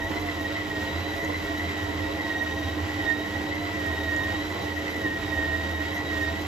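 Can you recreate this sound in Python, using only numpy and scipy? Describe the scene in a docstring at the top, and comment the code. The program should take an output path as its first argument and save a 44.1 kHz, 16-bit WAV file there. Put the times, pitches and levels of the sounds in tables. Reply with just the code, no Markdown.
"""The gear whine of a kitchen stand mixer kneading stiff dough in a steel bowl, heard from just above its head.
Each bite of the hook slows the motor and lowers the whine, which usually swells; when the dough lets go, it rises.
Shaft-locked sines make whine and throb, steady sines the mains hum, and band-shaped noise the gear rattle,
cooling air, brush hiss and soft dough thuds. Damped resonances ring as a few ticks."""
import sys
import numpy as np
from scipy.fft import rfft, irfft, next_fast_len
from scipy.io import wavfile
from scipy.ndimage import map_coordinates

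SR = 44100
rng = np.random.default_rng(int(sys.argv[2]) if len(sys.argv) > 2 else 0)


def wav_out(sig):
    """Save sig, one row per channel (or a flat mono array), as 16-bit PCM at SR to the path in sys.argv[1]."""
    wavfile.write(sys.argv[1], SR, np.round(np.clip(np.atleast_2d(sig).T, -1, 1) * 32767).astype(np.int16))


N = 285315  # length in samples

TEETH = 46  # tooth meshes per shaft turn
RIPPLE_HZ = 100  # ripple of the mains current
CHANGE_S = 0.031  # length of a rise or dip
# Likeness of the two sides over frequency: hz, correlation
ALIKE = [(45, 0.64), (100, 0.72), (300, 1), (550, 0.9), (1000, 0.041), (2000, 0.21), (4000, 0.87),
         (6500, 0.053), (9000, 0.033)]
# Phase by which the left side leads: hz, lead_rad
LEAD = [(100, 0.098), (300, -0.25), (550, -0.77), (2000, -0.95), (5500, -1.1), (7000, -0.42)]
# Brief rises and dips of the rattle and the main hum: centre_s, rattle_change_db, main_hum_change_db
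BRIEF_CHANGES = [(.11, 5, 5), (.17, 3, 10), (.8, -3, 2.5), (1.08, 2, 6), (1.24, 3.5, -1), (1.3, 5, 6),
                 (1.66, 3, -7), (1.901, 0.5, 9), (2.02, -5, 6), (2.43, 4.5, -5), (2.78, 2, 7), (3.16, 2, 8),
                 (3.359, 6, -1), (3.94, 3, 1), (4.34, 7, -6), (4.63, 3, -3), (5.06, 5, 10), (6.21, -3, 8.5)]


def amp(db):
    """Decibels to gain: 20 dB is a factor of ten in pressure."""
    return 10 ** (np.asarray(db) / 20)


def unit(x):
    """Normalisation to a root-mean-square of 1."""
    return x / np.sqrt(np.mean(x ** 2) + 1e-20)


def along(points, hz):
    """Interpolation of (hz, value) points on a logarithmic frequency axis."""
    f, v = np.transpose(points)
    return np.interp(np.log(hz + 1), np.log(f + 1), v)


def curves(rows):
    """Linear interpolation in time: one value per sample for each column after the time."""
    s, *cols = np.transpose(rows)
    return [np.interp(np.arange(N) / SR, s, c) for c in cols]


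def wobble(rate):
    """Band-limited random modulation: a smooth curve through `rate` random knots a second."""
    knots = rng.standard_normal(N // 20)
    return map_coordinates(knots, [np.arange(N) * rate / SR], mode="wrap")


def bell(s, length):
    """Gaussian pulse of height 1 centred at s; `length` is its width in seconds at 1/e of the height."""
    return np.exp(-(2 * (np.arange(N) / SR - s) / length) ** 2)


def filtered(x, response):
    """Linear filtering: the spectrum of x times a response of frequency."""
    m = next_fast_len(N + SR // 4)
    return irfft(rfft(x, m) * response(np.fft.rfftfreq(m, 1 / SR)), m)[..., :N]


def sides(lean_db):
    """Interaural level difference: left and right gains, a positive lean being louder on the left."""
    return amp(np.array([lean_db, -lean_db]).reshape(2, -1) / 2)


def tone(turns, lean_db, lead):
    """Stereo sine, rms 1 before the lean, from its phase in turns; the left side leads by `lead` radians."""
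    phase = 2 * np.pi * turns + lead * np.array([[.5], [-.5]])
    return np.sqrt(2) * sides(lean_db) * np.sin(phase)


def spread(pair, spectrum):
    """Partial coherence: two unrelated signals, coloured and mixed to a stereo field of rms 1."""
    # Left-right level difference: hz, lean_db
    lean_points = [(50, -3), (150, -4), (300, 0.5), (600, -7.5), (2000, -2), (4800, -5), (6500, 1.5)]

    def shape(hz):
        turn = np.arccos(np.clip(along(ALIKE, hz), -1, 1)) / 2
        return amp(along(spectrum, hz)) * [np.cos(turn), np.sin(turn)]

    def place(hz):
        return sides(along(lean_points, hz)) * np.exp(1j * along(LEAD, hz) * np.array([[.5], [-.5]]))

    mid, side = filtered(pair, shape)
    return unit(filtered(np.array([mid + side, mid - side]), place))


def late_right(x, stray_db=-16):
    """Time-of-arrival difference: x[0] reaches the right late; unrelated x[1] adds faint opposed scatter."""
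    lag_s = 0.0001643
    opposed = np.array([[1], [-1]])
    direct = filtered(x[0], lambda hz: np.exp(1j * np.pi * hz * lag_s * opposed))
    return direct + amp(stray_db) * x[1] * opposed


def kneading():
    """Load slip: each bite drags the tooth-mesh rate (Hz) down and changes the whine's level (dB)."""
    free_hz = 2023.8  # tooth-mesh rate while the hook runs free
    # Bites of the hook into the dough: hardest_pull_s, length_s, mesh_sag_hz, whine_swell_db
    bites = [(0.0, 0.22, 123.8, 4), (0.443, 0.25, 128, 1), (0.788, 0.32, 156.1, 3), (1.161, 0.25, 79.8, 2),
             (1.52, 0.2, 131.6, 3), (1.832, 0.25, 109.2, 3), (2.055, 0.14, 88.5, 1.5),
             (2.363, 0.49, 127.6, 6.5), (2.733, 0.53, 103.7, -1.5), (3.102, 0.22, 140.2, 9.5),
             (3.379, 0.39, 112.2, 3), (3.87, 0.3, 139.8, 5.5), (4.161, 0.34, 146.7, 10),
             (4.335, 0.22, 84.06, 3.5), (4.738, 0.4, 96, 0.5), (5.085, 0.19, 116.9, 6.5),
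             (5.447, 0.62, 166.4, 8.5), (5.82, 0.28, 91.96, 4), (6.225, 0.39, 162.1, 7.5)]
    mesh_hz, swell_db = np.full(N, free_hz), np.zeros(N)
    for s, length, sag_hz, db in bites:
        pull = bell(s, length)
        mesh_hz = mesh_hz - sag_hz * pull
        swell_db = swell_db + db * pull ** 2
    return mesh_hz, swell_db


def surging():
    """Periodic strain: the gear train's level (dB) surges once a hook turn, shudders, and briefly rises or dips."""
    hook_hz, first_surge_s, surge_depth_db = 2.67, 0.091, 1.2
    turn = np.cos(2 * np.pi * hook_hz * (np.arange(N) / SR - first_surge_s))
    change_db = sum(db * bell(s, CHANGE_S) for s, db, _ in BRIEF_CHANGES)
    return surge_depth_db * turn + 0.44 * wobble(22.01) + change_db


def beats(shaft):
    """Subharmonic beating (dB): in a judder the teeth press and let go about every second shaft turn."""
    beats_per_turn = 5 / 11
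    # Short runs of judder: middle_beat_s, length_s, depth_db
    judders = [(0.179, 0.4, 7), (0.461, 0.42, 8.5), (0.767, 0.44, 3.5), (1.035, 0.22, 1), (1.304, 0.22, 5),
               (1.602, 0.39, 4), (1.95, 0.4, 0), (2.312, 0.39, 4.5), (2.686, .4, 5.5), (3.145, 0.56, -0.5),
               (3.576, 0.19, 5), (4.466, 0.27, 2.5), (4.771, 0.3, 4.5), (5.172, .47, 3.5), (5.601, .35, 2),
               (5.919, .35, 3.5), (6.284, 0.36, 2.5)]
    beat_db = 0
    for s, length, db in judders:
        turns_since = shaft - np.interp(s * SR, np.arange(N), shaft)
        beat_db = beat_db + db * bell(s, length) * np.cos(2 * np.pi * beats_per_turn * turns_since)
    return beat_db


def whine(shaft, load, swell_db):
    """Tooth meshing: pressed teeth sing cleanly; slack teeth flutter, gain sidebands and rasp in their case."""
    whine_db, flutter_db = -40.5, 1.9  # level before swells; random flutter while the teeth are slack
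    slack_lean_db, lean_per_swell = 2.5, 0.56  # lean before load; dB moved right per dB of swell
    chop_chance, grip = 0.65, 1.7  # how much chance parts the teeth; how much load closes them
    # Level of the whine's octave: time_s, level_db
    octave_points = [(0, -50), (.6, -56.5), (1.1, -48.5), (1.5, -50), (1.7, -51.5), (2.3, -50), (2.7, -46),
                     (2.85, -63), (3.1, -48), (3.3, -51.5), (3.9, -50.5), (4.2, -46), (4.5, -48),
                     (4.75, -52), (5.2, -53), (5.4, -45), (5.75, -52), (6.1, -49), (6.25, -50), (6.47, -55)]
    # Gear case resonance, relative density: hz, level_db_per_hz
    case_spectrum = [(1500, -20), (1740, 7.5), (1860, 17.5), (1950, 19.5), (2070, -1), (2160, -7),
                     (2400, -56)]
    beat_db = beats(shaft)
    level_db = whine_db + swell_db + flutter_db * (1 - .5 * load) * wobble(26)
    lean_db = slack_lean_db - lean_per_swell * swell_db - 3.3 * load + 3.4 * wobble(23.88)
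    octave_db = curves(octave_points)[0] + 2 * wobble(21.8)
    slack = 1 - load
    mesh = TEETH * shaft + (0.14 + 0.027 * slack) * wobble(50) + 0.0058 * wobble(300)

    # the teeth lose contact for moments; a beat presses them together
    contact = 1.5 + np.tanh(grip * load ** 3 + 0.046 * beat_db + chop_chance * wobble(85))
    sing = amp(beat_db) * unit(contact) * tone(mesh, lean_db, lead=-1 + .5 * np.tanh(wobble(7.7)))

    # the rotor's throb shakes slack teeth and adds lines on each side of their tone
    above_turns = mesh + 2 * shaft + 0.2 * wobble(40)
    above = amp(-3.5 - 12.0 * load + 4.3 * wobble(30)) * tone(above_turns, -1.2, lead=-2.23)
    higher_turns = mesh + 4 * shaft + 0.27 * wobble(40)
    higher = amp(-20 - 8.9 * load + 4.1 * wobble(30)) * tone(higher_turns, -1, lead=-1.7)
    below_turns = mesh - 2 * shaft + 0.42 * wobble(40)
    below = amp(-16.0 - 12 * load + 7.1 * wobble(40)) * tone(below_turns, -1, lead=-0.93)
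    rasp = amp(-2.0 - 6.5 * load) * spread(rng.standard_normal((2, N)), case_spectrum)
    first = amp(level_db) * (sing + above + higher + below + rasp)

    # the octave is a thin line that comes and goes, roughened at the throb's rate
    broken = 1 + .6 * np.cos(2 * np.pi * (2 * shaft + .2 * wobble(40)))
    scatter = (.16 + .1 * slack) * wobble(45) + .06 * wobble(170)
    octave = tone(2 * TEETH * shaft + scatter, -2.5, lead=-1.05)
    second = amp(octave_db + 3.0 * wobble(50)) * unit(broken) * octave
    return first + second


def gear_hum(shaft, surge_db):
    """Rotating imbalance: the rotor throbs at twice the shaft rate; worn wheels add rough higher orders."""
    # Rotor throb before a 3 dB cut: time_s, level_db
    throb_points = [(0.0, -48.5), (0.03, -36), (0.76, -41), (0.83, -29), (0.89, -48), (0.93, -33),
                    (1.03, -34.5), (1.22, -42), (1.33, -32), (1.49, -43), (1.69, -33), (1.95, -39),
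                    (1.96, -30.5), (2.29, -43), (2.72, -30.5), (3.22, -42), (3.28, -47), (3.39, -30),
                    (3.48, -55), (3.51, -36), (3.73, -41), (3.82, -36), (4.05, -32), (4.2, -37),
                    (4.44, -36), (5.12, -38.5), (5.68, -31), (6.02, -39), (6.34, -32), (6.47, -36)]
    # Lines of the shaft and gear wheels before a 1 dB cut: multiple_of_shaft_rate, level_db
    orders = [(3, -52), (4, -53.5), (5, -52.5), (6, -52.5), (7, -46), (8.4, -52), (10.2, -51), (11, -51),
              (13.1, -47), (16, -44.5), (18, -52), (19.5, -48.5), (21.2, -54), (22, -49), (24.2, -54),
              (25.8, -50.5), (38.2, -59), (72, -58.5), (76, -63.5)]
    throb_db, = curves(throb_points)
    throb_turns = 2 * shaft + 0.066 * wobble(24)
    out = amp(throb_db - 3 + 2.6 * wobble(26)) * tone(throb_turns, -3.0, lead=0)
    for multiple, db in orders:
        backlash = .24 * wobble(22) + .07 * wobble(70)
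        hz = multiple * shaft[-1] * SR / N  # mean rate of this line
        lead = along(LEAD, hz) + np.arccos(np.clip(along(ALIKE, hz), -1, 1)) * wobble(9)
        level_db = db - 1.0 + .5 * surge_db + 3.6 * wobble(35)
        out = out + amp(level_db) * tone(multiple * shaft + backlash, -1.1, lead)
    return out


def rattle_and_air(shaft, surge_db):
    """Broadband excitation: backlash knocks rattle the housing; the fan blows a rush of air through it."""
    rattle_db, air_db = -38.5, -38.5
    # Housing under the rattle, relative density: hz, level_db_per_hz
    housing_spectrum = [(70, -36), (125, -3), (160, -7), (220, -0.5), (265, -11.5), (310, 8.5), (365, -4.5),
                        (430, -2), (590, -9), (670, -5.5), (850, -12.5), (1070, -5.5), (1200, -49),
                        (2500, -83)]
    # Cooling air, relative density: hz, level_db_per_hz
    air_spectrum = [(300, -7), (900, -0.5), (1200, 1.5), (1400, 5), (1700, -0.5), (2150, 4), (2530, -1.5),
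                    (2680, 3), (2880, -4), (3000, 5), (3090, -3), (3200, 3.5), (3330, -2), (3900, -2),
                    (4500, -8.5), (5100, -7), (6200, -17.5), (7600, -11.5), (10000, -46)]
    grain_db = 1.6 * np.cos(2 * np.pi * 3 * shaft + wobble(30)) + 1.4 * wobble(160)
    knocks = rng.standard_normal((2, N)) * amp(grain_db)
    rush = rng.standard_normal((2, N)) * amp(1.15 * wobble(400) + 0.99 * wobble(13))
    rattle = amp(rattle_db + surge_db) * spread(knocks, housing_spectrum)
    return rattle + amp(air_db) * spread(rush, air_spectrum)


def mains_hum():
    """Electromagnetic force: chopped mains current shakes the motor at steady pitches, most at 3 x ripple."""
    main_hum_db = -39.5
    # Weaker electrical lines: multiple_of_ripple, level_db
    weaker_lines = [(1, -47), (2, -60.5), (4, -51.5)]
    ripple = RIPPLE_HZ * np.arange(N) / SR
    change_db = sum(db * bell(s, CHANGE_S) for s, _, db in BRIEF_CHANGES)
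    main_db = main_hum_db + 0.94 * wobble(30) + change_db
    out = amp(main_db) * tone(3 * ripple + 0.056 * wobble(30), -7.5, lead=-0.11)
    for k, db in weaker_lines:
        out = out + amp(db + 4.2 * wobble(14)) * tone(k * ripple + 0.084 * wobble(5.7), -0.94, lead=0)
    return out


def squeal(hz, db):
    """Frequency modulation: a thin whistle whose pitch and level waver at random."""
    turns = np.cumsum(hz + 30 * wobble(3.7)) / SR + 0.11 * wobble(130)
    return amp(db + 2.5 * wobble(40)) * tone(turns, 0, lead=0)


def brushes():
    """Sliding contact: brush hiss leaves one vent, with thin whistles in it; now and then the treble flares
    briefly."""
    hiss_db = -54
    whistle_hz, whistle_db = 5940, -63
    peak_s, swell_s, swell_db = 2.5, 0.52, 5.5  # the whistle's single swell
    # Brush hiss, relative density: hz, level_db_per_hz
    hiss_spectrum = [(3500, -29), (5500, 12), (7000, 9.5), (8500, -7.5), (10400, 7), (12000, 8), (13500, 8),
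                     (15000, 0.5)]
    # Flares of the hiss: centre_s, length_s, rise_db
    flares = [(1.19, .17, 3.5), (1.59, .05, 3), (4.91, .05, 5), (5.954, 0.051, 5.5), (6.401, 0.095, 0.5)]
    # Faint squeals of the brushes: hz, level_db
    squeals = [(7040, -75), (12250, -74)]
    t = np.arange(N) / SR
    flare_db = sum(db * bell(s, length) for s, length, db in flares)
    spark_db = .5 * np.cos(2 * np.pi * RIPPLE_HZ * t) + 0.59 * wobble(500) + 1.4 * wobble(45)
    sparks = rng.standard_normal((2, N)) * amp(spark_db)
    hiss = unit(filtered(late_right(sparks), lambda hz: amp(along(hiss_spectrum, hz))))
    whistle = squeal(whistle_hz, whistle_db + swell_db * bell(peak_s, swell_s))
    faint = sum(squeal(hz, db + 3 * wobble(3.03)) for hz, db in squeals)
    return amp(hiss_db + .5 * wobble(7.9) + flare_db) * hiss + whistle + faint


def dough():
    """Soft impact: the lump tumbles and slaps round the bowl and thuds at low pitch through the stand."""
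    slap_s, tumble_db = 0.085, -55.5  # length of a slap; steady tumbling between slaps
    # Slaps of the lump on the bowl: centre_s, level_db
    slaps = [(.04, -47), (.22, -47), (1.16, -47), (1.46, -49), (2.11, -43), (3.06, -51), (4.2, -58),
             (4.48, -52), (5.25, -50), (5.42, -52), (5.58, -52), (6.15, -47), (6.36, -50)]
    # Thud, relative density: hz, level_db_per_hz
    thud_spectrum = [(15, -41), (28, -17), (38, 14), (48, 25), (60, 12), (90, -11), (200, -56)]
    tumble = amp(tumble_db + 1.2 * wobble(9.2))
    force = tumble + sum(amp(db) * bell(s, slap_s) for s, db in slaps)
    return force * spread(rng.standard_normal((2, N)), thud_spectrum)


def ticks(life=0.0046):
    """Damped resonance: small hard contacts, bursts falling 60 dB in `life` seconds, ring in the bowl."""
    # Ticks in the bowl, peak before the stereo scatter: start_s, peak_db, ring_hz, width_hz
    contacts = [(.807, -43, 6500, 1500), (1.248, -34, 6800, 1000), (2.281, -29, 3900, 1800),
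                (3.099, -32, 6950, 600), (3.188, -40, 11000, 1500), (4.164, -31, 7000, 600),
                (4.324, -31, 3400, 1500), (4.898, -39, 11500, 2500), (4.983, -42, 6500, 1500),
                (5.302, -31, 3700, 1500), (5.48, -46, 13500, 3000), (5.762, -42, 11500, 2500),
                (5.981, -34, 6500, 1200), (6.36, -43, 13500, 3000), (6.419, -40, 11500, 2500)]
    out, t = np.zeros((2, N + SR)), np.arange(N) / SR
    count = 4096  # samples per tick
    hz = np.fft.rfftfreq(count, 1 / SR)
    for s, db, ring_hz, width_hz in contacts:
        burst = rng.standard_normal((2, count)) * amp(-60 * t[:count] / life)
        resonance = 1j * hz / (ring_hz ** 2 - hz ** 2 + 1j * hz * width_hz)
        ring = irfft(rfft(burst) * resonance ** 2, count)
        out[:, round(s * SR):][:, :count] += amp(db) * ring / np.abs(ring).max()
    return late_right(out[:, :N])


def scene():
    """Common drive: one shaft turns all the gears, and load grows as the mesh rate falls below a threshold."""
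    taut_hz, load_range_hz = 1953, 91  # teeth start to press below this rate; press fully this much lower
    mesh_hz, swell_db = kneading()
    shaft = np.cumsum(mesh_hz) / SR / TEETH  # turns
    load = np.clip((taut_hz - mesh_hz) / load_range_hz, 0, 1)
    surge_db = surging()
    gears = whine(shaft, load, swell_db) + gear_hum(shaft, surge_db) + rattle_and_air(shaft, surge_db)
    return gears + mains_hum() + brushes() + dough() + ticks()


def record(dry):
    """Band limiting: only frequencies below 15.7 kHz pass."""
    return filtered(dry, lambda hz: hz < 15700)


dry = scene()
out = record(dry)
wav_out(out)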